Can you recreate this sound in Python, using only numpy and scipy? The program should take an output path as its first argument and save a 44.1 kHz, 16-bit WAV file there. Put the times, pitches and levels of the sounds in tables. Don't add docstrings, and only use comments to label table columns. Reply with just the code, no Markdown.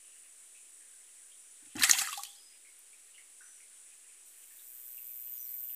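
import sys
import numpy as np
from scipy import signal
from scipy.fft import rfft, irfft
from scipy.io import wavfile
from scipy.ndimage import uniform_filter1d

SR = 44100
rng = np.random.default_rng(int(sys.argv[2]) if len(sys.argv) > 2 else 0)


def wav_out(sig):
    wavfile.write(sys.argv[1], SR, np.round(np.clip(np.atleast_2d(sig).T, -1, 1) * 32767).astype(np.int16))


N = 253575
TIME = np.arange(N) / SR
POUR_S, POUR_END_S, LAST_DROPS_S = 1.75, 2.224, 2.5
CRICKET_S = 4.25

# frequency in Hz, relative level in dB.
AIR_SPECTRUM = [(25, -14), (70, -15.5), (110, -23), (150, -23), (210, -6), (300, 1), (420, 2.5),
                (800, -1.5), (1500, 2), (2600, 5.5), (3600, 3.5), (4700, 2), (11000, 3), (15500, -5.5)]
CHORUS_SPECTRUM = [(4800, -44), (5700, -11.5), (6400, -13.5), (7100, -6), (7500, -2.5), (8200, 1),
                   (8900, 0.5), (9400, -2.5), (9950, 2), (10350, -16), (11500, -29)]
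# time in seconds, level in dB.
CHORUS_LEVELS = [(0, -57), (.6, -56.5), (1.7, -56), (2.5, -59.5), (3.0, -58.5), (3.6, -57), (4.3, -57),
                 (5.75, -57.5)]
# start in seconds, level in dB, centre in Hz,
# decay in seconds.
NEAR_CALLS = [(0.038, -68.5, 2810, 0.15), (0.233, -62.5, 2400, 0.011), (.545, -62, 2480, 0.037),
              (.8, -67, 1800, 0.038), (.933, -63, 1600, 0.0064), (1.315, -59.5, 3260, 0.011),
              (2.645, -63, 2190, 0.047), (2.925, -62, 2370, .025), (3.139, -61.5, 2910, .043),
              (3.175, -56.5, 2090, .022), (3.404, -58.5, 1536, 0.047), (3.6, -61.5, 2240, .026),
              (4.084, -64, 2420, .021), (4.503, -62, 1900, 0.0076), (4.588, -64, 3690, .018),
              (4.975, -61, 2690, .022), (5.265, -62, 2820, .022), (5.638, -62, 2870, 0.0064),
              (5.693, -62, 2900, 0.014)]
# start in seconds, length in seconds, top pitch in Hz, level in dB,
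# droop at the ends in octaves.
BIRD_WHISTLES = [(1.43, 0.12, 5980, -68, 0.17), (2.348, .26, 5030, -64, 0.043),
                 (3.384, 0.29, 6000, -66, .14), (5.323, 0.057, 6820, -62.5, .05),
                 (5.365, .13, 6020, -60, 0.51), (5.465, .06, 4500, -66, .22)]
# start in seconds, pitch of its hollow in Hz, level in dB.
TUB_JOLTS = [(1.621, 297, -59.5), (1.662, 288, -58.5), (1.751, 272.4, -32.5), (1.761, 290, -36.5),
             (1.794, 262, -37.5), (1.888, 310, -43.5), (1.964, 280, -57.5)]
# multiple of its pitch, level against the jolt in dB, decay in seconds.
HOLLOW_MODES = [(1, -1, .010), (1.25, -11.5, 0.012), (2.07, -25.5, 0.013), (2.96, -17, 0.013)]
# frequency in Hz, relative level in dB, decay in seconds.
FLEX_MODES = [(126, -3, .02), (95, -3, .02), (76, -6, .022)]
# start in seconds, level in dB, centre in Hz, width in Hz.
EDGE_TICKS = [(1.658, -58, 2457, 4988), (2.789, -51.5, 12150, 2500)]
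# frequency in Hz, relative level in dB.
MIST_SPECTRUM = [(2500, -16.5), (4100, -9), (5500, -9), (7500, 5), (10000, 2), (12500, 0.5), (15500, -5)]
COARSE_SPECTRUM = [(200, 8), (550, -39), (760, -13), (1100, -12.5), (1500, 2), (2000, 4), (3200, 5.5),
                   (4500, -42), (7000, -24)]
# start in seconds, relative level in dB, decay in seconds.
SPRAY_SURGES = [(1.823, -30, 0.02), (1.883, -33, 0.018), (1.967, -37.5, 0.02), (2.001, -38.5, 0.0053)]
# start in seconds, rms level at the crest in dB, cavity centre in Hz,
# decay in seconds, crack against cavity in dB.
WATER_SLAPS = [(1.753, -48, 1700, 0.014, 1), (1.7633, -41, 6760, 0.0039, -12),
               (1.7937, -35.5, 2060, .01, 20), (1.809, -34.5, 1700, 0.028, -4),
               (1.8219, -28, 4070, 0.0037, 12), (1.8334, -16, 2300, .0056, -1),
               (1.894, -15.5, 1750, 0.00248, 1), (1.9107, -15.5, 6700, .0015, -2),
               (1.93, -27, 2690, .011, 0), (1.985, -27, 6700, 0.011, 7), (2.072, -33, 1460, .003, -9),
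               (2.127, -36.5, 2780, 0.0099, -1), (2.173, -37.5, 4540, 0.0072, 5),
               (2.233, -32.5, 4370, .0034, 15), (2.249, -41, 3180, 0.0037, 2)]
# frequency in Hz, relative level in dB.
CRACK_SPECTRUM = [(300, -22), (1200, -5.5), (4000, 10), (10000, 6), (13000, 7), (15500, -16.5)]
# start in seconds, pitch in Hz, peak in dB, cycles per decay time.
AIR_POCKETS = [(1.784, 1870, -40, 7), (1.800, 1990, -37, 16), (1.812, 1030, -39, 11),
               (1.819, 1767, -30, 14), (1.8225, 4050, -16, 8.5), (1.8355, 1715, -20, 7),
               (1.846, 774, -45, 19), (1.851, 1916, -30, 14), (1.9114, 6640, -6, 9.1),
               (1.913, 6010, -11.5, 9.7), (1.931, 767, -38, 6.7), (1.950, 990, -36.5, 4.5),
               (2.016, 785, -37, 6.1), (2.086, 1246, -33.5, 9.8), (2.12, 2750, -37, 10),
               (2.127, 1130, -34, 6.9), (2.141, 3400, -36, 19), (2.174, 803, -36.5, 18.3),
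               (2.192, 1125, -39.5, 8.5)]
# frequency in Hz, relative level in dB.
RASP_SPECTRUM = [(6000, -29), (9000, -16), (10400, -4.5), (11100, 0.5), (11400, -9.5), (12000, -6),
                 (12700, -1), (14300, -3), (14800, -6), (15600, -7.5)]


def undb(db):
    return 10 ** (np.asarray(db) / 20)


def unit(x):
    return x / np.sqrt(np.mean(x ** 2))


def since(start):
    return np.maximum(TIME - start, 0)


def colour(x, spectrum):
    hz, db = np.transpose(spectrum)
    bins_hz = np.maximum(np.fft.rfftfreq(len(x), 1 / SR), 1)
    gain = undb(np.interp(np.log(bins_hz), np.log(hz), db, left=-90))
    return unit(irfft(rfft(x) * gain, len(x)))


def band(x, hz, width_hz):
    b, a = signal.iirpeak(min(hz, SR / 2 - 2000), hz / width_hz, fs=SR)
    return unit(signal.lfilter(b, a, signal.lfilter(b, a, x)))


def walk(rate_hz):
    hold = int(SR / rate_hz)
    steps = np.repeat(rng.standard_normal(N // hold + 1), hold)
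    return unit(uniform_filter1d(uniform_filter1d(steps, hold), hold)[:N])


def add(out, start, x):
    i = int(start * SR)
    out[i:i + len(x)] += x[:len(out) - i]


def swell(t, rise, decay):
    return np.sin(np.pi / 2 * np.minimum(t / rise, 1)) ** 2 * np.exp(-np.maximum(t - rise, 0) / decay)


def tone(hz):
    return np.sin(2 * np.pi * np.cumsum(hz) / SR)


def ring(hz, decay, rise, octaves_per_s=0):
    t = TIME[:int(np.log(1000) * decay * SR) + 2]
    return swell(t, rise, decay) * tone(hz * 2 ** (octaves_per_s * t))


def with_tail(x, wet_db, decay):
    t = TIME[:int(7 * decay * SR)]
    tail = rng.standard_normal(len(t)) * swell(t, decay / 12, decay)
    return x + undb(wet_db) * signal.fftconvolve(x, tail / np.linalg.norm(tail))[:N]


def open_air():
    flock = sum(band(rng.standard_normal(N), hz, .35 * hz) * undb(7.1 * walk(21.99))
                for hz in np.geomspace(1600, 3500, num=6))
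    return undb(-65) * colour(rng.standard_normal(N), AIR_SPECTRUM) + undb(-76) * unit(flock)


def insect_chorus():
    hiss = colour(with_tail(rng.standard_normal(N), wet_db=-11, decay=.0025), CHORUS_SPECTRUM)
    level_db = np.interp(TIME, *np.transpose(CHORUS_LEVELS))
    flutter_db = .61 * walk(160) + .54 * walk(35)
    return hiss * undb(level_db + flutter_db)


def strokes(rate_hz, wander, spread_db):
    cycles = np.floor(np.cumsum(rate_hz * (1 + wander * walk(25))) / SR)
    return np.diff(cycles, prepend=0) * undb(spread_db * rng.standard_normal(N))


def scrape(length_s):
    n = int(length_s * SR)
    return rng.standard_normal(n) * signal.windows.hann(n)


def grasshopper(fade_db_per_s=.5):
    pulses = np.convolve(strokes(rate_hz=78, wander=.0069, spread_db=1.5), scrape(.007))[:N]
    return band(pulses, hz=9320, width_hz=250) * undb(-65.5 - fade_db_per_s * TIME)


def bird_chatter(low_hz=1520, high_hz=3260):
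    out, t = np.zeros(N), TIME[:SR // 3]
    far_calls = [(when * TIME[-1], -72 + 2.5 * (size - .5), low_hz * (high_hz / low_hz) ** pitch, .027)
                 for when, size, pitch in rng.random((30, 3))]
    for start, db, hz, decay in NEAR_CALLS + far_calls:
        voice = band(rng.standard_normal(len(t)), hz, .17 * hz)
        add(out, start, undb(db) * swell(t, .0054, decay) * voice)
    return out


def bird_whistles():
    out = np.zeros(N)
    for start, length, top_hz, db, droop in BIRD_WHISTLES:
        along = 2 * np.minimum(since(start) / length, 1) ** .7 - 1
        hz = top_hz * 2 ** (-droop * np.abs(along) ** 2.6) * (1 + .0075 * walk(220))
        out += (1 - along ** 2) * undb(db + 3 * walk(70)) * tone(hz)
    return out


def tub(flex_db=-14.5):
    out = np.zeros(N)
    for start, hollow_hz, jolt_db in TUB_JOLTS:
        for multiple, db, decay in HOLLOW_MODES:
            add(out, start, undb(jolt_db + db) * ring(multiple * hollow_hz, decay, rise=.0079))
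        for hz, db, decay in FLEX_MODES:
            add(out, start, undb(jolt_db + flex_db + db) * ring(hz, decay, rise=.016))
    return out


def ticks():
    out, t = np.zeros(N), TIME[:SR // 16]
    for start, db, hz, width_hz in EDGE_TICKS:
        click = swell(t, rise=.001, decay=.004) * band(rng.standard_normal(len(t)), hz, width_hz)
        add(out, start, undb(db) * click)
    return out


def drops(low_hz, high_hz, cycles, spread_db, count):
    out = np.zeros(N)
    for when, pitch, size, life in rng.random((count, 4)):
        hz = low_hz * (high_hz / low_hz) ** pitch
        decay = cycles * 4 ** (2 * life - 1) / hz
        bubble = ring(hz, decay, rise=.5 / hz, octaves_per_s=.015 / decay)
        add(out, POUR_S + when * (LAST_DROPS_S - POUR_S), undb(spread_db * size ** 2) * bubble)
    return out


def flow(rise, hold, thinning_db_per_s):
    return swell(since(POUR_S), rise, np.inf) * undb(-thinning_db_per_s * since(POUR_S + rise + hold))


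def spray(stop_db_per_s=38, trickle_s=2.245):
    mist = colour(drops(3000, 14500, cycles=2.1, spread_db=11, count=4000), MIST_SPECTRUM)
    tinkle = unit(drops(3000, 11000, cycles=14, spread_db=15, count=500))
    coarse = colour(drops(650, 5500, cycles=5, spread_db=14.5, count=1100), COARSE_SPECTRUM)
    gurgle = unit(drops(1100, 3800, cycles=9, spread_db=7.5, count=120))
    trickle = unit(drops(2800, 3500, cycles=11, spread_db=12, count=160))
    trickle *= undb(-51.5) * swell(since(trickle_s), rise=.01, decay=.058)
    surge = sum(undb(db) * swell(since(start), .022, decay) for start, db, decay in SPRAY_SURGES)
    fine_flow = undb(-42.5) * flow(rise=.08, hold=.22, thinning_db_per_s=50) + surge
    heavy_flow = undb(-43) * flow(rise=.035, hold=.23, thinning_db_per_s=135) + undb(-7.5) * surge
    fine = (undb(.5) * mist + undb(-3.5) * tinkle) * fine_flow
    heavy = (coarse + undb(-8.5) * gurgle) * heavy_flow
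    stopping = undb(-stop_db_per_s * since(POUR_END_S))
    share = np.sqrt((LAST_DROPS_S - POUR_S) * SR / N)
    return share * ((fine + heavy) * stopping + trickle)


def slaps():
    out, t = np.zeros(N), TIME[:SR // 8]
    for start, db, hz, decay, crack_db in WATER_SLAPS:
        cavity = band(rng.standard_normal(len(t)), hz, .46 * hz)
        crack = colour(rng.standard_normal(len(t)), CRACK_SPECTRUM)
        envelope = swell(t, .0024, decay)
        slap = unit(envelope * (cavity + undb(crack_db) * crack))
        add(out, start, undb(db) * slap * np.sqrt(np.mean(envelope ** 2)))
    return out


def wall_echo(x, delay_s, gain):
    lag = round(delay_s * SR)
    return (x + gain * np.pad(x, (lag, 0))[:N]) / np.sqrt(1 + gain ** 2)


def bubbles():
    out = np.zeros(N)
    for start, hz, db, cycles in AIR_POCKETS:
        add(out, start, undb(db) * ring(hz, decay=cycles / hz, rise=3 / hz, octaves_per_s=.44))
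    return out


def warm_up(full_db, climb_db, time_constant):
    return undb(full_db - climb_db * np.exp(-since(CRICKET_S) / time_constant)) * (TIME > CRICKET_S)


def bush_cricket(wing_hz=13700, creak_from_hz=15600, creak_to_hz=11750):
    beats = strokes(rate_hz=122.8, wander=.0051, spread_db=1.4)
    t = TIME[:int(.0095 * SR)]
    stroke = signal.windows.hann(len(t))
    teeth = unit(np.convolve(beats, scrape(.027))[:N])
    rub = unit(np.convolve(beats, stroke)[:N] * rng.standard_normal(N))
    rasp = colour(rub + undb(-5) * teeth, RASP_SPECTRUM)
    rasp *= warm_up(full_db=-51.5, climb_db=15.5, time_constant=.38)
    wing = unit(np.convolve(beats, stroke * np.sin(2 * np.pi * wing_hz * t))[:N])
    wing *= warm_up(full_db=-41.5, climb_db=45, time_constant=.37)
    age = since(CRICKET_S)
    creak_hz = creak_to_hz + (creak_from_hz - creak_to_hz) * np.exp(-age / .028) + 550 * walk(3000)
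    creak = undb(-60) * tone(creak_hz) * swell(age, rise=.015, decay=.09)
    return rasp + wing + creak


def scene():
    waterside = open_air() + insect_chorus() + grasshopper()
    birds = with_tail(bird_chatter() + bird_whistles(), wet_db=-6.5, decay=.083)
    water = wall_echo(spray() + slaps(), delay_s=.00152, gain=.21)
    splash = with_tail(tub() + ticks() + water + bubbles(), wet_db=-13.5, decay=.057)
    return (waterside + birds + splash + bush_cricket())[None]


def record(dry, dc_offset=-.0002):
    low_cut = signal.butter(2, 45, "highpass", fs=SR, output="sos")
    high_cut = signal.ellip(10, .2, 80, 15400, fs=SR, output="sos")
    return signal.sosfilt(high_cut, signal.sosfilt(low_cut, dry)) + dc_offset


dry = scene()
out = record(dry)
wav_out(out)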